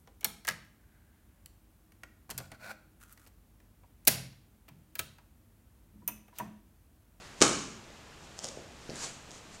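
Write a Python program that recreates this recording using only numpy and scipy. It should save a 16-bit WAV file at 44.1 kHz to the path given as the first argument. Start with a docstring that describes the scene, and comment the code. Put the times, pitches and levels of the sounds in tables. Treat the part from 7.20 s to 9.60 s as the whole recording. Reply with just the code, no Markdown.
"""Stiff cotton sleeves crack taut in a block as a bare front foot lands on a foam mat. A child is practising a
form in a quiet hall, heard through one microphone near the mat. Soft steps and a turn follow: soles thud softly
on the mat, cloth swishes, small folds tick. Farther off, the hall answers cloth and feet over faint ventilation
noise."""
import sys
import numpy as np
from scipy import signal
from scipy.fft import rfft, irfft
from scipy.io import wavfile
from scipy.ndimage import uniform_filter1d

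SR = 44100
rng = np.random.default_rng(int(sys.argv[2]) if len(sys.argv) > 2 else 0)


def log_audio(samples):
    """Write samples as a 16-bit WAV file to the path given in sys.argv[1]."""
    # one column per channel
    frames = np.atleast_2d(samples).T
    # limit to full scale, then quantise
    limited = np.clip(frames, -1, 1)
    pcm = np.round(limited * 32767).astype(np.int16)
    wavfile.write(sys.argv[1], SR, pcm)


N = 105840  # 2.4 s


# cloth pulled taut, close to the microphone: start_s, level_db, decay_s, tilt_db_per_octave
SLEEVE_CRACKS = [(0.2056, -15.5, .0012, 0.5), (0.2115, -10.5, 0.0017, -1), (0.2164, 6, 0.00067, 0),
                 (0.2193, -1, 0.00084, -2.5), (0.2222, 4.5, 0.00092, 1.5), (0.2233, 6, 0.00056, 0),
                 (.2250, 2.5, 0.0015, -0.5), (0.2292, -2.5, .0004, 2.5), (0.2334, -6, 0.0034, 1.5)]
# spectrum of a crack before its tilt: frequency_hz, level_db
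SLEEVE_SPECTRUM = [(30, -42), (100, -10.5), (300, -0.5), (650, -5), (1000, -0.5), (1200, 1.5), (1450, -2.5),
                   (1900, -4.5), (3000, -3.5), (4100, -3.5), (4900, 1.5), (6800, 1), (8500, -6),
                   (10500, -16.5), (12000, -30), (15500, -58)]

def sleeve_snap():
    """Sleeves and jacket crack taut in a quick volley, some cracks brighter than others."""
    out = np.zeros(N)
    for start_s, level_db, decay_s, tilt in SLEEVE_CRACKS:
        spectrum = [(hz, db + tilt * np.log2(hz)) for hz, db in SLEEVE_SPECTRUM]
        add(out, start_s, amp(level_db) * coloured(fibre_crack(decay_s), spectrum))
    return out


def fibre_crack(decay_s, rise_s=0.00017, size=512):
    """A tiny burst of slipping fibres with an even spectrum and energy 1."""
    t = np.arange(size) / SR
    envelope = (1 - np.exp(-(t / rise_s) ** 2)) * np.exp(-t / decay_s)
    burst = rng.standard_normal(size) * envelope
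    for _ in range(3):
        spectrum = rfft(burst)
        flat = irfft(spectrum / (abs(spectrum) + 1e-12))
        # press the flattened burst back under its envelope
        burst = np.tanh(flat / (envelope + 1e-9) * np.linalg.norm(envelope)) * envelope
    return unit_energy(burst)


# bare feet landing on the mat, and the thumps that follow: peak_s, level_db, pitch_hz, half_length_cycles
FOOTFALLS = [(0.2124, -8, 290, 0.26), (0.2202, 7, 367, 0.51), (.705, -31, 520, 0.61),
             (1.3743, -16.5, 477, 0.41), (1.6939, -14, 333, 0.27), (1.701, -19.5, 172, 0.3),
             (1.7054, -19, 466, 0.3), (1.7192, -19, 434, .35), (1.737, -20, 340, 0.49)]

def footsteps(phase_rad=0.27):
    """Bare feet land on the foam with short, low thuds, some followed by further thumps."""
    t, out = np.arange(N) / SR, np.zeros(N)
    for peak_s, level_db, pitch_hz, half_length in FOOTFALLS:
        cycles = (t - peak_s) * pitch_hz
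        envelope = np.exp(-(cycles / half_length) ** 2 / 2)
        thud = envelope * np.cos(2 * np.pi * cycles + phase_rad)
        out += amp(level_db) * unit_energy(thud)
    return out


# mat and floor under the stamp: frequency_hz, level_db
FLOOR_SPECTRUM = [(25, -56), (55, -8), (105, -2.5), (170, -1), (260, -6.5), (360, -5), (470, -15),
                  (700, -29), (1500, -48)]

def floor_boom(start_s=0.214, level_db=-4, rise_s=0.0078, t60_s=0.96):
    """Mat and floor boom under the stamping foot, and the low rumble hangs on."""
    age_s = np.maximum(np.arange(N) / SR - start_s, 0)
    envelope = (1 - np.exp(-age_s / rise_s)) * amp(-60 * age_s / t60_s)
    rumble = coloured(rng.standard_normal(N), FLOOR_SPECTRUM)
    return amp(level_db) * unit_energy(rumble * envelope)


# loose cloth flapping just after the block: peak_s, level_db, rise_s, fall_s
FLAP_STROKES = [(.231, -23.5, 0.0042, 0.0094), (.249, -27, 0.0076, 0.016)]
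# the low rush of a flap: frequency_hz, level_db
FLAP_SPECTRUM = [(60, -24), (150, -12.5), (250, -2), (380, 3.5), (480, -5), (600, -10), (780, -8.5),
                 (1000, -13), (1250, -9.5), (2000, -34), (5000, -55)]

def jacket_flaps():
    """The flapping jacket and trousers shove air aside."""
    return grainy_strokes(FLAP_STROKES, FLAP_SPECTRUM)


# small folds in the uniform, heard close: start_s, level_db, centre_hz
FOLD_FLICKS = [(.2798, -10.5, 6800), (.3300, -19, 5040), (1.1903, -14.5, 5940), (1.198, -25, 5400),
               (1.2437, -14.5, 6700), (1.2447, -20, 5100), (1.2528, -17.5, 5700), (1.258, -22, 5250),
               (1.2693, -23, 6600), (1.2864, -24, 6100), (1.288, -23.5, 5870), (1.6983, -20.5, 4730),
               (1.704, -25, 4730), (1.7573, -21, 6700), (2.1079, -26, 5800), (2.1158, -25, 6200)]
# spectrum of one tick: multiple_of_centre, level_db
FOLD_SPECTRUM = [(.02, -21), (.1, 3), (.22, -6), (.4, -19), (.58, -0.5), (.72, -8), (0.899, 4), (1.25, 1.5),
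                 (1.551, -15), (2.1, -24), (2.9, -45)]

def fold_ticks(decay_s=0.00027):
    """Single folds flick over, each with its own pitch."""
    out = np.zeros(N)
    for start_s, level_db, centre_hz in FOLD_FLICKS:
        spectrum = [(multiple * centre_hz, db) for multiple, db in FOLD_SPECTRUM]
        add(out, start_s, amp(level_db) * coloured(fibre_crack(decay_s), spectrum))
    return out


# arms and legs moving near the microphone: peak_s, level_db, rise_s, fall_s
SWISH_STROKES = [(.04, -70, .08, .1), (.19, -55, 0.022, 0.015), (.224, -21.5, 0.0056, 0.0093),
                 (1.04, -60, 0.038, 0.078), (1.185, -52, 0.017, .015), (1.243, -41, 0.015, 0.0085),
                 (1.285, -44, 0.012, 0.0086), (1.65, -61.5, 0.11, .04), (1.765, -49, 0.01, 0.035),
                 (1.842, -37.5, 0.045, 0.034), (2.15, -53, .04, 0.056), (2.35, -52.5, 0.037, 0.018)]
# cotton on cotton: frequency_hz, level_db
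SWISH_SPECTRUM = [(100, -32), (500, 1.5), (1500, -8.5), (3500, -6.5), (5000, -3), (7200, 1.5), (9000, -9),
                  (12000, -25.5), (15500, -49)]

def cloth_swishes():
    """Sleeves and trousers brush, loudest where the move is fastest."""
    return grainy_strokes(SWISH_STROKES, SWISH_SPECTRUM)


# long slides down on the mat: peak_s, level_db, rise_s, fall_s
SLIDE_STROKES = [(.04, -53.5, 0.1, 0.11), (1.83, -45.5, 0.11, 0.04)]
# skin sliding on foam: frequency_hz, level_db
SLIDE_SPECTRUM = [(100, 2), (400, 2), (900, -1), (1700, 4.5), (3000, -4), (4500, 0), (7500, -7),
                  (10000, -12), (15500, -33)]

def sole_slides():
    """The sole rubs over the mat as the child turns."""
    return grainy_strokes(SLIDE_STROKES, SLIDE_SPECTRUM)


# short scuffs down on the mat: peak_s, level_db, rise_s, fall_s
SCUFF_STROKES = [(1.246, -41.5, 0.0083, 0.0086), (1.279, -46.5, 0.012, 0.019), (1.39, -49, .008, 0.03)]
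# the dull rub of a scuff: frequency_hz, level_db
SCUFF_SPECTRUM = [(60, -17), (130, -6), (300, -5), (430, -6), (540, 6.5), (620, -1), (740, -22),
                  (1500, -39), (4000, -49)]

def sole_scuffs():
    """The sole scuffs the foam as it pushes off."""
    return grainy_strokes(SCUFF_STROKES, SCUFF_SPECTRUM)


# first reflections to reach the microphone from floor and walls: delay_s, gain
HALL_REFLECTIONS = [(.0082, 0.2), (0.0155, 0.11), (0.0268, .17), (0.0381, .12)]
# reverberation time of the hall: frequency_hz, t60_s
HALL_DECAY = [(100, 1), (250, 1), (500, 0.43), (1200, 0.72), (3500, 0.66), (7000, 0.65), (11000, 0.48),
              (15000, 0.4)]
# spectrum of the distant tail: frequency_hz, level_db
HALL_SPECTRUM = [(30, -29), (70, -8.5), (150, 1.5), (350, -4.5), (650, 1), (1200, -0.5), (3000, 1),
                 (5000, -3.5), (7000, -2), (13000, -0.5)]

def hall(sound, cycle_s, paths=4, build_s=0.005, density=0.15):
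    """Early reflections, then dense tails that take turns as a moving source finds other paths."""
    t, out = np.arange(SR) / SR, np.zeros(N)
    build_up = 1 - np.exp(-(t / build_s) ** 2)
    cycles = np.arange(N) / SR / cycle_s
    for path in range(paths):
        echoes = rng.standard_normal(SR) * (rng.random(SR) < density) * build_up
        hz, age_s, bands = signal.stft(echoes, SR, nperseg=256)
        decay = amp(-60 * age_s / curve_at(HALL_DECAY, hz)[:, None])
        tail = signal.istft(bands * decay, SR)[1][:SR]
        tail = unit_energy(coloured(tail, HALL_SPECTRUM))
        turn = (cycles * paths - path) % paths
        share = np.sin(np.pi / 2 * np.minimum(turn, 2))  # equal-power crossfade between tails
        out += signal.fftconvolve(sound * share, tail)[:N]
    for delay_s, gain in HALL_REFLECTIONS:
        add(out, delay_s, gain * sound)
    return out


# room tone all round the microphone: frequency_hz, level_db
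VENTILATION_SPECTRUM = [(15, -5), (40, -1), (80, 0), (180, -1.5), (350, -5.5), (700, -7.5), (1400, -9.5),
                        (2200, -13), (2700, -11.5), (3500, -14.5), (5000, -17), (7200, -18.5), (10000, -29),
                        (13000, -33.5), (15500, -42)]

def ventilation(level_db=-52.5):
    """The ventilation fills the hall with faint, steady, mostly low noise."""
    gain = amp(curve_at(VENTILATION_SPECTRUM, np.fft.rfftfreq(N, 1 / SR)))
    noise = irfft(rfft(rng.standard_normal(N)) * gain, N)
    return amp(level_db) * unit_rms(noise)


def grainy_strokes(strokes, spectrum, grain_db=1, grain_s=0.0014):
    """Grainy noise that swells and fades with the speed of each move."""
    t, power = np.arange(N) / SR, np.zeros(N)
    for peak_s, level_db, rise_s, fall_s in strokes:
        swell = np.exp(-np.maximum((peak_s - t) / rise_s, (t - peak_s) / fall_s))
        power += (amp(level_db) * swell) ** 2
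    grain = unit_rms(uniform_filter1d(rng.standard_normal(N), int(grain_s * SR)))
    noise = unit_rms(rng.standard_normal(N) * amp(grain_db * grain))
    return coloured(noise * np.sqrt(power), spectrum)


def coloured(sound, spectrum, size=4096):
    """Applies a minimum-phase filter of energy 1 with the given spectrum."""
    hz = abs(np.fft.fftfreq(size, 1 / SR))
    log_gain = np.log(amp(curve_at(spectrum, hz)))
    response = np.exp(np.conj(signal.hilbert(log_gain)))
    taps = np.fft.ifft(response).real[:size // 2]
    return signal.fftconvolve(sound, unit_energy(taps))[:len(sound)]


def curve_at(points, hz):
    """Reads a table on a log-frequency axis."""
    points_hz, values = np.transpose(points)
    return np.interp(np.log(hz + 1), np.log(points_hz + 1), values)


def add(mix, start_s, sound):
    part = mix[round(start_s * SR):][:len(sound)]
    part += sound[:len(part)]


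def amp(db):
    return 10 ** (np.asarray(db) / 20)


def unit_rms(x):
    return x / np.sqrt(np.mean(x ** 2) + 1e-20)


def unit_energy(x):
    return x / np.linalg.norm(x)


def scene():
    """One microphone by the mat: cloth and feet up close, hall and ventilation behind."""
    snap = sleeve_snap()
    feet = footsteps() + sole_scuffs()
    rustle = fold_ticks() + cloth_swishes() + sole_slides() + jacket_flaps()
    reverb = hall(amp(-3.5) * snap + amp(-6) * rustle, cycle_s=0.016)
    reverb += hall(amp(-3.5) * feet, cycle_s=0.09)
    return (snap + feet + rustle + reverb + floor_boom() + ventilation())[None]


def record(dry):
    """The recorder cuts off the treble at its band limit."""
    cutoff_hz = 15750
    lowpass = signal.firwin(511, cutoff_hz, window=("kaiser", 9), fs=SR)
    return signal.oaconvolve(dry, lowpass[None], "same")


dry = scene()
out = record(dry)
log_audio(out)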